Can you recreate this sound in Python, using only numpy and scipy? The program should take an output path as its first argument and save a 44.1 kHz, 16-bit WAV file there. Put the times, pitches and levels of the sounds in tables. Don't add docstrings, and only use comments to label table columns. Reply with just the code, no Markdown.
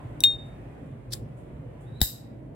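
import sys
import numpy as np
from scipy import signal
from scipy.fft import rfft, irfft, next_fast_len
from scipy.io import wavfile
from scipy.ndimage import uniform_filter1d, map_coordinates

SR = 44100
rng = np.random.default_rng(int(sys.argv[2]) if len(sys.argv) > 2 else 0)


def int16_out(signal):
    q = np.round(np.clip(np.atleast_2d(signal).T, -1, 1) * 32767)
    wavfile.write(sys.argv[1], SR, q.astype(np.int16))


N = 112454
TIME_S = np.arange(N) / SR

# time_s, rumble_db, air_db
BACKGROUND_LEVELS = [(0, -40, -51.5), (0.4, -40, -52.5), (0.88, -41.5, -55), (1.05, -43.5, -57.5),
                     (1.22, -37.5, -57), (1.42, -44, -57.5), (1.58, -41, -56.5), (1.85, -42.5, -56),
                     (2.2, -42, -58), (2.55, -40, -60.5)]
# frequency_hz, level_db
RUMBLE_SPECTRUM = [(20, -39.5), (35, -21), (48, -5), (64, -4.5), (82, -10.5), (115, 1.5), (140, 0),
                   (185, -12), (270, -9), (380, -16.5), (600, -17), (900, -38.5), (1500, -68.5)]
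AIR_SPECTRUM = [(300, -15), (650, -4.5), (1000, -9), (1300, -15.5), (2000, -16.5), (2700, -22),
                (3500, -28.5), (4400, -36.5), (5900, -41), (8400, -34.5), (12000, -41), (16000, -48)]
# frequency_hz, correlation
STEREO_LIKENESS = [(60, 0.87), (150, 0.99), (350, 0.77), (700, -0.18), (1500, 0.089), (8000, -0.34)]
# frequency_hz, t60_s
WALL_DECAY = [(200, .12), (1500, 0.26), (4000, 0.43), (8000, 0.3296), (12000, .3), (16000, 0.22)]
# frequency_hz, gain_db
WALL_TONE = [(100, -16), (900, -13.5), (1700, -10), (2800, 2.5), (3800, -7.5), (5500, -2.5), (8000, -1),
             (16000, 0)]
# start_s, level_db, t60_s
CASE_TOUCHES = [(0.455, -66, 0.19), (0.855, -72, 0.16), (1.151, -36, .01), (1.365, -65, 0.37),
                (1.803, -64.5, 0.31), (1.94, -73, 0.52)]
# time_s, pitch_hz, level_db
HINGE_SQUEAK = [(1.81, 3230, -91.5), (1.84, 3400, -80), (1.888, 3800, -70), (1.92, 3780, -73.5),
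                (1.966, 3880, -62), (1.982, 4030, -69), (2.005, 4010, -59.5), (2.015, 4060, -82)]
# time_s, level_db
WHEEL_STROKE = [(1.104, -72), (1.109, -62), (1.118, -59.5), (1.124, -39.5), (1.130, -42), (1.136, -28.5),
                (1.140, -41), (1.144, -42), (1.15, -90)]
# pitch_hz, width_hz, gain_db
CASE_RESONANCES = [(3600, 130, -12), (4450, 200, -4), (7520, 73, 10), (9700, 200, -12)]
# frequency_hz, level_db
TOUCH_SPECTRUM = [(1000, -21), (5500, -16.5), (7300, 1), (10000, 1), (12000, -8), (16000, -13)]
GAS_SPECTRUM = [(1500, -6), (3000, -6), (3700, 2.5), (6400, -10), (7600, 6), (8500, -7), (9600, 3),
                (12000, -5), (16000, -3.5)]
FLINT_SPECTRUM = [(400, -22.5), (1300, -27.5), (1700, -10.5), (2900, -18), (3500, -3), (4300, 0.5),
                  (5800, 0.5), (6400, -8), (7600, -7.5), (8500, -5.5), (9700, -4.5), (11500, -9.5),
                  (15800, -13.5)]
# level_db, left_over_right_db, walls_db
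CATCH_MIX = (-20, 2.3, -12.5)
OPEN_MIX = (-8, 2.3, -16)
LATCH_MIX = (-42.5, 6, -6.5)
SHUT_MIX = (-7.5, 3, -5.5)
# pitch_hz, level_db, t60_s
CATCH_RING = [(3760, -12, 0.053), (5868, -11, .033), (7950, -14.5, 0.017), (15640, -11, .03)]
OPEN_RING = [(2780, 1, 0.0087), (3690, 0, 0.25), (3688, -23.5, 0.34), (4200, -3.5, .014),
             (4940, -18.5, 0.0067), (6300, -30.5, .03), (7524, -7.5, 0.027), (7565, -40, 0.3),
             (13200, -21.5, .025), (15550, -30, 0.027)]
SHUT_RING = [(200, -3.5, 0.021), (790, -2, 0.0079), (1480, -5, 0.0044), (3786, 1.5, 0.017),
             (3904, 1.5, 0.012), (4890, -17, 0.0069), (7720, -20, .022), (12000, -5, 0.025),
             (13200, -14, 0.0089), (15500, -14, 0.018)]
# frequency_hz, level_db
CATCH_CRACK = [(300, -40), (2300, -27), (3200, -15), (5500, -11), (6500, -21.5), (7800, -8.5), (9000, -15),
               (9700, -2), (12900, 1), (13900, -20.5), (16000, -8)]
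OPEN_CRACK = [(200, -22.5), (1700, -15), (2300, -6.5), (2900, 9), (4300, 0.5), (6500, -10), (9500, -8.5),
              (13400, -5), (16500, -6.5)]
SHUT_CRACK = [(200, -10.5), (900, -1), (1200, -13.5), (1700, -1), (2500, -23), (3300, -11), (3850, 2.5),
              (4400, -1), (5200, 0.5), (6400, -9), (7000, -5), (7650, 3.5), (8500, -4.5), (11700, -4),
              (12250, 3.5), (12800, 8), (14200, -10), (15500, 6), (16500, -15.5)]

CATCH_S, OPEN_S, GAS_S, LATCH_S, SHUT_S = 0.2052, 0.2371, 1.138, 2.0056, 2.0150


def amp(db):
    return 10 ** (np.asarray(db) / 20)


def unit(x):
    return x / np.sqrt(np.mean(x ** 2) + 1e-20)


def along(points, hz):
    knots_hz, values = np.transpose(points)
    return np.interp(np.log(hz + 1), np.log(knots_hz + 1), values)


def curves(rows):
    times, *columns = np.transpose(rows)
    return [np.interp(TIME_S, times, column) for column in columns]


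def wobble(rate_hz):
    knots = rng.standard_normal(int(N * rate_hz / SR) + 4)
    return map_coordinates(knots, [TIME_S * rate_hz])


def filtered(x, response):
    size = next_fast_len(N + SR // 2)
    return irfft(rfft(x, size) * response(np.fft.rfftfreq(size, 1 / SR)), size)[..., :N]


def noise(spectrum):
    def mid_side_gains(hz):
        angle = np.arccos(np.clip(along(STEREO_LIKENESS, hz), -1, 1)) / 2
        return amp(along(spectrum, hz)) * [np.cos(angle), np.sin(angle)]
    mid, side = filtered(rng.standard_normal((2, N)), mid_side_gains)
    return unit(np.array([mid + side, mid - side]))


def since(start_s):
    return np.maximum(TIME_S - start_s, 0)


def fade(t, rise_s, t60_s):
    return (1 - np.exp(-t / rise_s)) * np.exp(-np.log(1000) * t / t60_s)


def pan(left_over_right_db):
    return amp(np.array([[1], [-1]]) * left_over_right_db / 2)


def patchy(x, depth_db):
    frames = signal.stft(x, nperseg=2048)[2]
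    patches = uniform_filter1d(rng.standard_normal(frames.shape[1:]), size=3, axis=0)
    patches = uniform_filter1d(patches, size=8, axis=1)
    return unit(signal.istft(frames * amp(depth_db * unit(patches)))[1][:, :N])


def background():
    rumble_db, air_db = curves(BACKGROUND_LEVELS)
    rumble = amp(rumble_db + 0.42 * wobble(16)) * patchy(noise(RUMBLE_SPECTRUM), depth_db=2.24)
    air = amp(air_db + 0.6 * wobble(8.3)) * patchy(noise(AIR_SPECTRUM), depth_db=2)
    return pan(-0.69) * rumble + pan(-1.5) * air


def walls(x, delay_s=0.006):
    hz, t, frames = signal.stft(rng.standard_normal((2, SR // 2)), SR, nperseg=256)
    decay = np.exp(-np.log(1000) * t / along(WALL_DECAY, hz)[:, None])
    tail = signal.istft(frames * decay, SR)[1]
    delayed = np.pad(x, ((0, 0), (int(delay_s * SR), 0)))
    answer = signal.fftconvolve(delayed, tail / np.linalg.norm(tail[0]), axes=1)[:, :N]
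    return filtered(answer, lambda hz: amp(along(WALL_TONE, hz)))


def touches():
    level = sum(amp(db) * fade(since(start_s), 0.023 * t60_s, t60_s)
                for start_s, db, t60_s in CASE_TOUCHES)
    return level * noise(TOUCH_SPECTRUM)


def hinge():
    pitch_hz, level_db = curves(HINGE_SQUEAK)
    unsteady_hz = pitch_hz * (1 + 0.016 * wobble(500))
    tone = unit(np.sin(2 * np.pi * np.cumsum(unsteady_hz) / SR))
    swinging = (TIME_S > HINGE_SQUEAK[0][0]) & (TIME_S < HINGE_SQUEAK[-1][0])
    squeak = pan(0.5) * amp(level_db + 2.4 * wobble(80)) * tone * swinging
    return squeak + amp(5) * walls(squeak)


def gas():
    return amp(-40.5) * fade(since(GAS_S), rise_s=0.0026, t60_s=0.16) * noise(GAS_SPECTRUM)


def case_response(hz):
    return sum(amp(db) * 1j * hz * width_hz / (pitch_hz ** 2 - hz ** 2 + 1j * hz * width_hz)
               for pitch_hz, width_hz, db in CASE_RESONANCES)


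def flint(chips_per_s=2200, scatter_db=4.5):
    level_db, = curves(WHEEL_STROKE)
    chips = (rng.random(N) < chips_per_s / SR) * rng.choice([-1, 1], N)
    chips = chips * amp(scatter_db * rng.standard_normal((2, N)))
    grit = unit(filtered(chips, lambda hz: amp(along(FLINT_SPECTRUM, hz))))
    rasp = grit + amp(0.5) * noise(FLINT_SPECTRUM)
    turning = (TIME_S > WHEEL_STROKE[0][0]) & (TIME_S < WHEEL_STROKE[-1][0])
    scrape = amp(level_db) * rasp * turning
    scrape += filtered(scrape, case_response)
    return pan(0.91) * scrape + amp(-25) * walls(scrape)


def chatter(start_s, spectrum, level_db, t60_s):
    return amp(level_db) * fade(since(start_s), 0.00081, t60_s) * noise(spectrum)


def contact(start_s, mix, modes, spectrum, rise_s, crack_db, crack_t60_s, crack_walls_db):
    level_db, pan_db, walls_db = mix
    left_lag_s = 0.00003
    t = np.array([since(start_s + left_lag_s), since(start_s)])
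    ring = sum(amp(db) * fade(t, rise_s, t60_s) * np.sin(2 * np.pi * hz * t) for hz, db, t60_s in modes)
    crack = amp(crack_db) * fade(t, rise_s, crack_t60_s) * noise(spectrum)
    direct = pan(pan_db) * (ring + crack)
    reflected = amp(walls_db) * walls(ring + amp(crack_walls_db) * crack)
    return amp(level_db) * (direct + reflected)


def hand_thump(start_s, start_hz=85.8, sag_s=0.064):
    t = since(start_s)
    cycles = start_hz * sag_s * (1 - np.exp(-t / sag_s))
    return pan(5.5) * amp(-8.5) * fade(t, rise_s=0.0042, t60_s=0.066) * np.sin(2 * np.pi * cycles)


def lid_opening(dip_s=0.376, dip_width_s=0.0081, dip_db=-17):
    slip = contact(CATCH_S, CATCH_MIX, CATCH_RING, CATCH_CRACK,
                   rise_s=0.0002, crack_db=4, crack_t60_s=0.006, crack_walls_db=-3)
    ping = contact(OPEN_S, OPEN_MIX, OPEN_RING, OPEN_CRACK,
                   rise_s=0.0006, crack_db=2, crack_t60_s=0.01, crack_walls_db=-4)
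    dip = amp(dip_db * np.exp(-((TIME_S - dip_s) / dip_width_s) ** 2))
    rebound = chatter(OPEN_S + 0.0064, OPEN_CRACK, level_db=-25.5, t60_s=0.082)
    return slip + dip * ping + rebound


def lid_closing():
    brush = contact(LATCH_S, LATCH_MIX, SHUT_RING, SHUT_CRACK,
                    rise_s=0.0004, crack_db=3, crack_t60_s=0.029, crack_walls_db=4)
    slide = chatter(SHUT_S - 0.0029, SHUT_CRACK, level_db=-37, t60_s=0.036)
    snap = contact(SHUT_S, SHUT_MIX, SHUT_RING, SHUT_CRACK,
                   rise_s=0.0012, crack_db=3, crack_t60_s=0.014, crack_walls_db=5)
    buzz = chatter(SHUT_S + 0.0088, SHUT_CRACK, level_db=-29.5, t60_s=0.12)
    return brush + slide + snap + buzz + hand_thump(SHUT_S + 0.0018)


def scene():
    return lid_opening() + flint() + gas() + touches() + hinge() + lid_closing() + background()


def record(dry, ceiling=0.95, top_hz=16300, taper_hz=500):
    rounded = dry / (1 + np.abs(dry / ceiling) ** 8) ** (1 / 8)
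    return filtered(rounded, lambda hz: np.clip((top_hz - hz) / taper_hz + 0.5, 0, 1))


dry = scene()
out = record(dry)
int16_out(out)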